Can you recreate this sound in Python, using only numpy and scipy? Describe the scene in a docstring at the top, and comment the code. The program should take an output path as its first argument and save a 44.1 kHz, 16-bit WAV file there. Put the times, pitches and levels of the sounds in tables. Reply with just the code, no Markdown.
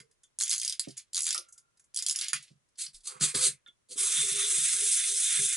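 """A faint tick and a soft knock, then a small plastic clockwork toy is wound in three short turns of its key.
Ratchet and loose-part clicks are rough bursts ringing the shell; finger rubs are dense small slips.
Gears slip in the hand, then whirr brightly as the released spring runs them: random tooth contacts, coloured.
Knocks ring the desk modes and the gears buzz through it; short, dense reflections fade quickly.
Two close ports hear it with level and phase differences, over a quiet noise floor."""
import sys
import numpy as np
from scipy import signal
from scipy.fft import rfft, irfft, next_fast_len
from scipy.io import wavfile

SR = 44100
rng = np.random.default_rng(int(sys.argv[2]) if len(sys.argv) > 2 else 0)


def persist_wave(psi):
    """Save psi, clipped to +-1, as 16-bit WAV."""
    counts = np.round(np.clip(psi, -1, 1) * 32767).astype(np.int16)
    wavfile.write(sys.argv[1], SR, np.atleast_2d(counts).T)


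N = 245220
RUN_START_S, RUN_RISE_S = 3.958, 0.025


def from_db(db):
    """Decibels to gain."""
    return 10 ** (np.asarray(db) / 20)


def rms_one(x):
    """Scale to unit rms."""
    return x / np.sqrt(np.mean(x ** 2) + 1e-20)


def in_time(rows):
    """Columns of a curve over time, interpolated to every sample."""
    s, *columns = np.transpose(rows)
    return [np.interp(np.arange(N) / SR, s, c) for c in columns]


def at_hz(points, hz):
    """Read a table on a log-frequency axis."""
    p = np.array(points, float)
    return np.interp(np.log(hz + 1), np.log(p[:, 0] + 1), p[:, 1])


def coloured(x, spectrum):
    """Shape a steady signal by a spectrum; rms 1."""
    hz = np.arange(N // 2 + 1) * SR / N
    return rms_one(irfft(rfft(x) * from_db(at_hz(spectrum, hz)), N))


def drift(rate_hz):
    """Slow random wander, rms 1: low-passed noise made at every 40th sample."""
    pole = np.exp(-80 * np.pi * rate_hz / SR)
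    noise = rng.standard_normal(N // 40 + 2002)
    slow = signal.lfilter([1], [1, -2 * pole, pole * pole], noise)[2000:]
    return np.interp(np.arange(N) / 40, np.arange(len(slow)), rms_one(slow))


def ring(x, hz, t60_s):
    """Decaying mode: a unit click sets a sine of height 1 ringing."""
    pole, w = from_db(-60 / (t60_s * SR)), 2 * np.pi * hz / SR
    return signal.lfilter([0, np.sin(w)], [1, -2 * pole * np.cos(w), pole * pole], x + 1e-18)


def resonance(x, hz, width_hz):
    """Two-pole band of gain 1 at its top."""
    pole = np.exp(-np.pi * width_hz / SR)
    feedback = [1, -2 * pole * np.cos(2 * np.pi * hz / SR), pole * pole]
    return signal.lfilter(np.array([1, 0, -1]) * (1 - pole * pole) / 2, feedback, x)


def boosted(x, hz, width_hz, boost_db):
    """Raise one resonance of a sound."""
    return x + (from_db(boost_db) - 1) * resonance(x, hz, width_hz)


def band(x, low_hz, high_hz):
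    """Steep band-pass, rms 1."""
    return rms_one(signal.sosfilt(signal.butter(3, [low_hz, high_hz], "band", fs=SR, output="sos"), x))


def contacts(per_s, spread_db):
    """Random tiny impacts of uneven size and either sign."""
    sizes = from_db(spread_db * np.minimum(rng.exponential(1, N), 5)) * rng.choice([-1, 1], N)
    return sizes * (rng.random(N) < per_s / SR)


def swells(events, rise_db, fall_db_per_s):
    """Each event rises, holds and dies away; gain over time."""
    t, out = np.arange(N) / SR, np.zeros(N)
    for s, rise_s, hold_s, db in events:
        span = slice(int(s * SR), int(s * SR) + SR // 2)
        since = t[span] - s
        rise = rise_db * np.maximum(1 - since / rise_s, 0)
        fall = fall_db_per_s * np.maximum(since - rise_s - hold_s, 0)
        out[span] += from_db(db - rise - fall)
    return out


def lone_rings(events, rise_s):
    """Single decaying modes, set going softly."""
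    out, t = np.zeros(N), np.arange(N) / SR
    for s, hz, db, t60_s in events:
        since = np.maximum(t - s, 0)
        envelope = from_db(db - 60 * since / t60_s) * (1 - np.exp(-since / rise_s))
        out += envelope * np.sin(2 * np.pi * hz * since)
    return out


# Noise floor spectrum. Each row: frequency in Hz, relative density in dB per Hz.
FLOOR_SPECTRUM = [(12, -56.5), (20, -9), (133, -8), (209, -14.5), (499, -16), (616, -16.5), (760, -21),
                  (1040, -17), (5210, -25), (5640, -21), (6430, -22), (10900, -23), (14200, -61.5),
                  (22000, -120)]


def quiet_floor():
    """Steady coloured noise, independent in mid and side."""
    mid, side = (coloured(rng.standard_normal(N), FLOOR_SPECTRUM) for _ in range(2))
    return from_db(-80.5) * (mid + 1.1 * side * [[1], [-1]])


def room(x, t60_s=0.12, fade_s=0.11, width=0.37):
    """Dense reflections: ten random patterns crossfade, one every 12 ms, for an even tail that fades quickly."""
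    t, out = np.arange(SR // 6) / SR, 0
    shape = from_db(-60 * t / t60_s - 10 * (t / fade_s) ** 4) * (t > .002)
    patterns = rng.standard_normal((10, 2, len(t))) * shape / np.sqrt(np.sum(shape ** 2))
    place = np.arange(N) / 512 % 10
    for k, (mid, side) in enumerate(patterns):
        away = np.abs((place - k + 5) % 10 - 5)
        share = np.cos(np.pi / 2 * np.minimum(away, 1))
        echo = mid + width * side * [[1], [-1]]
        out = out + signal.oaconvolve(x[None] * share, echo, axes=1)[:, :N]
    return out


# Phase between the ports. Each row: frequency in Hz, lead of the left in radians.
LEFT_LEAD = [(0, 0), (150, .6), (430, 1.7), (690, 3.3), (950, 3.6), (1290, 2.6), (1720, .4), (2410, -.6),
             (12000, -.4)]
# Level between the ports. Each row: frequency in Hz, left minus right in dB.
LEFT_MINUS_RIGHT_DB = [(60, -6), (140, -4.5), (350, -3), (840, -11), (2030, -1.5), (4890, -0.5),
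                       (11800, -2)]


def ports(x):
    """The two ports differ in level and phase by frequency, half the difference on each."""
    size = next_fast_len(N + 4096)
    hz = np.arange(size // 2 + 1) * SR / size
    half = from_db(at_hz(LEFT_MINUS_RIGHT_DB, hz) / 2) * np.exp(.5j * at_hz(LEFT_LEAD, hz))
    return irfft(rfft(x, size) * [half, 1 / half], size)[:, :N]


# Slow pushes on the desk. Each row: start in seconds, frequency in Hz, level in dB, t60 in seconds.
DESK_PUSHES = [(.66, 40, -54.5, .25), (2.94, 25, -45, .2), (3.21, 35, -53, .15), (3.345, 75, -42, .25),
               (3.47, 70, -57, .2), (5.38, 45, -58, .12)]


def desk_sway():
    """Slow pushes set deep single modes going."""
    return lone_rings(DESK_PUSHES, rise_s=.03)


# Each row: start in seconds, relative level in dB, modes above 200 Hz relative in dB, factor on t60 (least 0.2).
DESK_KNOCKS = [(0.0, -51.5, -2, 0.35), (0.871, -41, 10.5, 0.51), (0.886, -55, 19, 0.54),
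               (1.359, -89, 21.5, 1.0), (2.333, -50.5, -34, 1.0), (2.503, -52.5, -4, 0.75),
               (2.869, -64.5, -28, 1.0), (3.15, -57.5, -9.5, 0.78), (3.206, -30, -9.5, 0.61),
               (3.228, -42, 3.5, 0.95), (3.345, -38.5, 7, 0.76), (3.465, -45.5, -5.5, 1.0),
               (3.676, -71.5, 10, 0.71), (3.898, -66, 7.5, 1), (3.954, -60.5, 10, 1.0),
               (4.168, -42.5, -41, 1.0), (4.313, -48, -21, 1.0), (4.573, -46, -34, 1.0),
               (4.732, -63.5, 18, 0.66), (5.376, -40, -11.5, 1.0)]
# Each row: mode frequency in Hz, relative level in dB, undamped t60 in seconds.
DESK_MODES = [(84, -14.5, 0.49), (132.7, 1, 0.54), (152.2, 4.5, 0.33), (200, 2, 0.26), (252.4, 6.5, 0.094),
              (317, 3.5, 0.13), (394, -6, 0.26), (546, -0.5, 0.11), (691.5, -13, 0.22), (890, -19, 0.032),
              (1210, -25, 0.2)]


def desk_knocks():
    """Soft knocks ring the desk's modes; a resting hand shortens them."""
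    out, t = np.zeros(N), np.arange(SR // 3) / SR
    phases = rng.uniform(0, 2 * np.pi, (len(DESK_KNOCKS), len(DESK_MODES)))
    for (s, knock_db, upper_db, damping), knock_phases in zip(DESK_KNOCKS, phases):
        i = int(s * SR)
        for (hz, mode_db, t60_s), phase in zip(DESK_MODES, knock_phases):
            # each knock falls away fast after about 0.1 s
            fall_db = -60 * t / (t60_s * max(damping, .2)) - 10 * (t / 0.11) ** 6
            level = from_db(knock_db - 8.5 + mode_db + upper_db * (hz > 200) + fall_db)
            soft_rise = 1 - np.exp(-(t * hz / 1.05) ** 2)   # over a cycle or two
            wave = level * soft_rise * np.sin(2 * np.pi * hz * t + phase)
            out[i:i + len(t)] += wave[:N - i]
    return out


# The toy bears on the desk. Each row: start in seconds, rise in seconds, hold in seconds, level in dB.
DESK_BUZZES = [(3.06, 0.065, 0.037, -62), (3.2, .03, 0.03, -54), (3.335, 0.008, 0.13, -47.5),
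               (3.89, 0.027, 0.0076, -55.5), (3.96, 0.034, 0.05, -51), (4.09, 0.014, 0.052, -56.5),
               (4.21, 0.021, 0.17, -50), (4.38, 0.054, 0.13, -50.5), (4.74, 0.084, 0.023, -46),
               (4.9, 0.026, 0.092, -72), (5.05, 0.036, 0.082, -53), (5.17, 0.024, 0.15, -70),
               (5.36, 0.036, 0.043, -50), (5.47, 0.035, 0.048, -62)]


def desk_buzz():
    """Noise shaking rings three modes, twice each; held in the hand, the upper one is stronger."""
    held = np.arange(N) < RUN_START_S * SR
    shaking = rng.standard_normal(N)
    buzz = np.zeros(N)
    for hz, db in ((407.4, 7.0), (506.7, -4.5 + 12 * held), (340.0, -17.5)):
        buzz += from_db(db) * ring(ring(shaking, hz, t60_s=0.066), hz, t60_s=0.047)
    return swells(DESK_BUZZES, rise_db=17, fall_db_per_s=445) * rms_one(buzz)


# Skin on shell and key. Each row: start in seconds, rise in seconds, hold in seconds, relative level in dB.
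FINGER_RUBS = [(.39, 0.15, 0.019, -53.5), (.62, 0.061, 0.014, -53.5), (.8, 0.045, 0.0078, -61.5),
               (.96, .01, .01, -73), (1.13, 0.042, 0.2, -58.5), (1.94, 0.041, 0.13, -61.5),
               (2.15, 0.065, 0.031, -50), (2.33, 0.013, 0.019, -58.5), (2.41, 0.023, 0.012, -73)]
# Each row: frequency in Hz, relative density in dB per Hz.
RUB_SPECTRUM = [(500, -41), (900, -33.5), (1300, -15.5), (2200, -5), (3500, -3.5), (5000, -5),
                (11000, -13.5)]


def fingers():
    """Skin slides in dense small slips."""
    level = swells(FINGER_RUBS, rise_db=10, fall_db_per_s=222)
    flutter = from_db(6.5 + 5.9 * drift(27))
    return level * flutter * coloured(contacts(4400, spread_db=2.0), RUB_SPECTRUM)


# Faint lasting ring, likely the spring. Each row: start in seconds, frequency in Hz, level in dB, t60 in seconds.
SPRING_MODES = [(1.347, 1384, -60, 1.0), (1.347, 1310, -64, .7), (1.347, 1200, -68, .6)]


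def spring_ping():
    """Three close modes ring on and waver."""
    return lone_rings(SPRING_MODES, rise_s=.008) * (1 + .5 * drift(40))


# Parts that ring out clearly. Each row: start in seconds, frequency in Hz, level in dB, t60 in seconds.
NUDGED_PARTS = [(.002, 2105, -49, 0.034), (.005, 450, -63, 0.33), (.24, 3470, -56.5, .04),
                (.243, 3250, -63, 0.027), (1.348, 1345, -36.5, 0.11), (1.352, 963, -56.5, .1),
                (3.346, 1180, -39, 0.072), (3.346, 517, -49, 0.096), (3.43, 516, -43, 0.18),
                (1.35, 1207, -39, 0.13), (1.35, 764, -55, 0.11), (1.352, 610, -53.5, 0.2),
                (1.385, 527, -56, 0.2), (1.375, 362, -60, 0.17), (2.333, 2010, -39.5, 0.14),
                (2.334, 2427, -36, 0.1), (2.334, 3300, -36, .08), (3.662, 3560, -45, 0.058),
                (3.664, 3330, -52, .035), (3.662, 1730, -56, .04), (3.664, 1410, -53, 0.071),
                (3.684, 3420, -45.5, 0.042)]


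def part_rings():
    """Single parts ring when nudged."""
    return lone_rings(NUDGED_PARTS, rise_s=0.00036)


# Ranges low, middle, high. Each row: low edge in Hz, high edge in Hz, resonances (Hz, width in Hz, boost in dB).
SHELL_RANGES = [(1102, 4600, [(1300, 660, 11.5), (2110, 110, 7)]), (3030, 5770, [(3300, 550, 3.5),
                (4924, 900, 14)]), (5780, 10750, [(6780, 1030, 4.5), (7500, 1300, 1), (10920, 580, 7.5)])]


def shell_clicks(events, level_db, burst_ms):
    """Each click is a very short rough burst of contacts that sounds through the three ranges of the shell."""
    length = 400
    t, out = np.arange(length) / SR * 1000 / burst_ms, np.zeros(N)
    s, click_db, middle_db, low_db = np.transpose(events)
    places = (s * SR).astype(int)[:, None] + np.arange(length)
    rough = rng.standard_normal((len(s), 3, length)) * t * np.exp(-t)
    for k, ((low_hz, high_hz, rings), range_db) in enumerate(zip(SHELL_RANGES, (low_db, middle_db, 0))):
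        sos = signal.butter(4, [low_hz, high_hz], "band", fs=SR, output="sos")
        bursts = signal.sosfilt(sos, rough[:, k])
        bursts = bursts / np.sqrt(np.sum(bursts ** 2, axis=1, keepdims=True))   # equal energy
        part = np.zeros(N)
        np.add.at(part, places, from_db(click_db + range_db + level_db)[:, None] * bursts)
        for hz, width_hz, boost_db in rings:
            part = boosted(part, hz, width_hz, boost_db)
        out += part
    return out


# Each row: start in seconds, relative level in dB, middle shell range relative in dB, low range relative in dB.
LOOSE_TICKS = [(0.0004, -38.5, -8.5, -6.5), (0.1111, -52.5, -14, -15), (0.2327, -42, -21, -20),
               (0.8834, -34, -11, -39), (0.905, -37, -7.5, -33), (0.968, -30, -22, -33),
               (0.9752, -23, -19, -30.5), (1.485, -41.5, -32, -18), (1.5234, -34.5, -49, -38),
               (1.5773, -37, -18, -22), (1.7714, -53, -11.5, -17), (1.7948, -44.5, -23, -18),
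               (1.8402, -51, -27, -22), (2.4243, -35, -15, -31), (2.513, -60, -10, -20),
               (2.6858, -62, -13.5, -16), (2.7551, -60.5, 0, -11), (2.8145, -23, -18, -35),
               (2.8622, -39.5, 6.5, -10), (2.9444, -45, 0, -29), (2.9644, -55, -1, -25),
               (3.0046, -47, -11, -27), (3.2084, -17.5, -13, -13), (3.3462, -19.5, -7, -6),
               (3.6721, -52, -25, -2)]


def loose_ticks():
    """Loose parts tick as the fingers shift their grip."""
    return shell_clicks(LOOSE_TICKS, level_db=6.57, burst_ms=2.9)


# Each row: start in seconds, relative level in dB, middle shell range relative in dB, low range relative in dB.
PAWL_DROPS = [(0.3873, -18.5, -23.5, -36), (0.401, -19.5, -10, -37), (0.4094, -15, -14, -19.5),
              (0.4193, -17, -18.5, -25.5), (0.4248, -17, -14, -33.5), (0.4351, -13, -20.5, -35),
              (0.4586, -25.5, -14, -41), (0.479, -20.5, -13.5, -43), (0.4942, -14.5, -21.5, -37.5),
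              (0.505, -15, -14, -30), (0.5117, -14, -10.5, -25.5), (0.523, -17.5, -13, -22),
              (0.5294, -14.5, -12.5, -20), (0.538, -21, -11, -19), (0.5474, -18.5, -17.5, -31),
              (0.5604, -22.5, -13.5, -28.5), (0.5795, -17.5, -17, -35), (0.598, -20, -13, -40),
              (0.615, -18, -11, -49), (0.632, -21.5, -13, -38.5), (0.648, -16, -14, -40),
              (0.6603, -25, -22, -36), (0.6774, -16, -12, -47), (0.6963, -19, -8, -49),
              (0.7238, -21.5, -9, -47), (0.7949, -14, -11, -24), (1.1324, -27, -12, -43),
              (1.1451, -18.5, -11, -37), (1.1558, -18.5, -14.5, -27), (1.1671, -17, -9, -26),
              (1.1781, -16, -14, -21), (1.1905, -19, -20.5, -22.5), (1.2052, -16.5, -18, -36.5),
              (1.219, -17, -29, -42), (1.2318, -17, -24.5, -47), (1.2423, -19, -21, -38),
              (1.254, -19.5, -14.5, -32.5), (1.2661, -14, -15.5, -24), (1.2786, -18.5, -11, -22.5),
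              (1.2892, -18, -10.5, -23), (1.306, -15.5, -11.5, -19), (1.3273, -18.5, -11, -22),
              (1.3454, -17, -13, -26.5), (1.378, -20.5, -9.5, -23.5), (1.9445, -27, -15, -57),
              (1.9612, -16.5, -18, -50.5), (1.9723, -17, -12, -50), (1.9886, -20, -10, -27.5),
              (2.0232, -19, -14, -30), (2.0634, -13.5, -11.5, -34.5), (2.0843, -15, -22.5, -31),
              (2.096, -15.5, -8.5, -31), (2.1097, -14, -17, -31), (2.1253, -23.5, -16.5, -28),
              (2.1591, -17, -15, -28), (2.1878, -18.5, -12.5, -24), (2.2113, -18.5, -8.5, -24.5),
              (2.2198, -24, -13, -21.5), (2.243, -25.5, -13, -28), (2.2829, -19.5, -10, -28),
              (2.3317, -10.5, -15.5, -11.5)]


def ratchet():
    """The pawl drops over the ratchet teeth."""
    return shell_clicks(PAWL_DROPS, level_db=8.2, burst_ms=.75)


# Brief slips in the hand. Each row: start in seconds, rise in seconds, hold in seconds,
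# relative whirr level in dB, low chatter relative to it in dB, hollow body relative to it in dB.
GEAR_SLIPS = [(2.773, 0.017, 0.045, -37.5, -22, -69.5), (2.928, 0.0068, 0.027, -55, -23, -38),
              (3.035, 0.038, 0.0031, -33, -25.5, -27.5), (3.08, 0.029, 0.061, -61.5, -2, 1.5),
              (3.199, 0.027, 0.022, -24.5, -18, -25.5), (3.274, 0.009, 0.01, -36.5, -19, -39),
              (3.339, 0.0058, 0.075, -30, -17, -22), (3.388, 0.053, 0.029, -27.5, -22, -48),
              (3.887, .028, 0.0025, -38.5, -28.5, -40)]
# The spring's run. Each row: time in seconds, relative whirr level in dB, centre of its brightest part in Hz,
# ring of the frame relative to it in dB, low chatter relative to it in dB.
SPRING_RUN = [(3.99, -27, 8050, -20, -25), (4.016, -30, 8270, -17, -17.5), (4.05, -29, 7930, -24, -24),
              (4.172, -28.5, 8100, -6, -15), (4.264, -29.5, 8030, -15.5, -20.5),
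              (4.418, -27, 8680, -13, -15.5), (4.462, -27, 8020, -12.5, -22.5),
              (4.492, -27.5, 7950, -24.5, -19.5), (4.596, -29, 8470, -15, -19.5),
              (4.684, -27.5, 8150, -22, -17.5), (4.93, -27.5, 8330, -22, -23), (5.0, -28, 8830, -13, -16),
              (5.152, -30, 8260, -19.5, -25.5), (5.188, -28.5, 8800, -34, -22),
              (5.226, -27, 7690, -13.5, -22), (5.366, -28, 8220, -12, -11), (5.432, -29, 8200, -18.5, -25),
              (5.56, -30, 7640, -13.5, -12)]


def gear_levels():
    """Gains of whirr, frame ring, low chatter and hollow body; the lows of a slip die more slowly."""
    s, rise_s, hold_s, db, chatter_db, body_db = np.transpose(GEAR_SLIPS)
    rise_db = 27
    slip = swells(zip(s, rise_s, hold_s, db), rise_db, fall_db_per_s=548.5)
    slip_chatter = swells(zip(s, rise_s, hold_s, db + chatter_db), rise_db, fall_db_per_s=293)
    slip_body = swells(zip(s, rise_s, hold_s, db + body_db), rise_db, fall_db_per_s=293)
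    run_db, _, run_frame_db, run_chatter_db = in_time(SPRING_RUN)
    since = np.arange(N) / SR - RUN_START_S
    run = (since > 0) * from_db(run_db - rise_db * np.clip(1 - since / RUN_RISE_S, 0, 1))
    run_body_db = -26 - 23 * since + 4.0 * drift(8)   # fades by 23 dB per s
    return (slip + run,
            slip * from_db(-29.5) + run * from_db(run_frame_db),
            slip_chatter + run * from_db(run_chatter_db),
            slip_body + run * from_db(run_body_db))


# Tooth-contact spectrum. Each row: frequency in Hz, relative density in dB per Hz.
WHIRR_SPECTRUM = [(410, -63.5), (700, -34.5), (822, -45.5), (1130, -29), (1230, -16), (1880, -18.5),
                  (2230, -14), (2910, -14), (3460, -7.5), (4610, -11.5), (6730, -4), (7900, -3),
                  (10900, -0.5), (14200, -37.5), (22000, -120)]
# Each row: frequency in Hz, width in Hz, mean boost in dB.
GEAR_RESONANCES = [(2300, 81, -5), (6200, 49, 6.5)]
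CONTACTS_PER_S = 2500   # steady for the frame; the tooth rate wanders about it


def tooth_contacts():
    """Dense contacts of wandering rate, with two resonances of wandering strength."""
    teeth = coloured(contacts(CONTACTS_PER_S * from_db(2.7 * drift(60)), spread_db=0.0), WHIRR_SPECTRUM)
    for hz, width_hz, boost_db in GEAR_RESONANCES:
        teeth = boosted(teeth, hz, width_hz, boost_db + 1.4 * drift(8.2))
    return teeth


def bright_whirr(teeth):
    """The highs of the contacts, with a broad hump that follows its centre; the colour wanders slowly at random."""
    bright_hz = in_time(SPRING_RUN)[1]
    whirr = signal.sosfilt(signal.butter(4, 2800, "high", fs=SR, output="sos"), teeth)
    for hz in range(6500, 10500, 500):
        near = np.exp(-((hz - bright_hz) / 500) ** 2)
        whirr = boosted(whirr, hz, 810, 3.7 * near + 0.67 * drift(5.9))
    return rms_one(whirr) * from_db(1.0 * drift(25))


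def gears():
    """Tooth contacts sound as whirr, low chatter and hollow body and ring the frame; fuller in the middle if held."""
    level, frame, chatter, body = gear_levels()
    teeth = tooth_contacts()
    frame_ring = rms_one(resonance(contacts(CONTACTS_PER_S, spread_db=2.0), hz=3560, width_hz=120))
    held = np.arange(N) < RUN_START_S * SR
    air = level * bright_whirr(teeth)
    air += chatter * band(teeth, 1355, 2500)
    air += frame * from_db(1.0) * frame_ring
    air += body * from_db(3.5) * band(teeth, 774, 1130)
    air += held * level * from_db(-7.5) * band(teeth, 4100, 5680)
    return from_db(-2.0) * air


def scene():
    """Toy with its reflections, desk and the quiet floor."""
    whirr = gears()
    toy = ratchet() + loose_ticks() + fingers() + part_rings()
    reflections = from_db(-2.3) * room(toy + from_db(1.5) * whirr)
    heard = toy + whirr + reflections + desk_knocks() + desk_buzz() + spring_ping()
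    return ports(heard) + desk_sway() + quiet_floor()


def record(dry):
    """The top is cut steeply above 11030 Hz."""
    return signal.sosfilt(signal.ellip(12, .5, 55, 11030, fs=SR, output="sos"), dry)


dry = scene()
out = record(dry)
persist_wave(out)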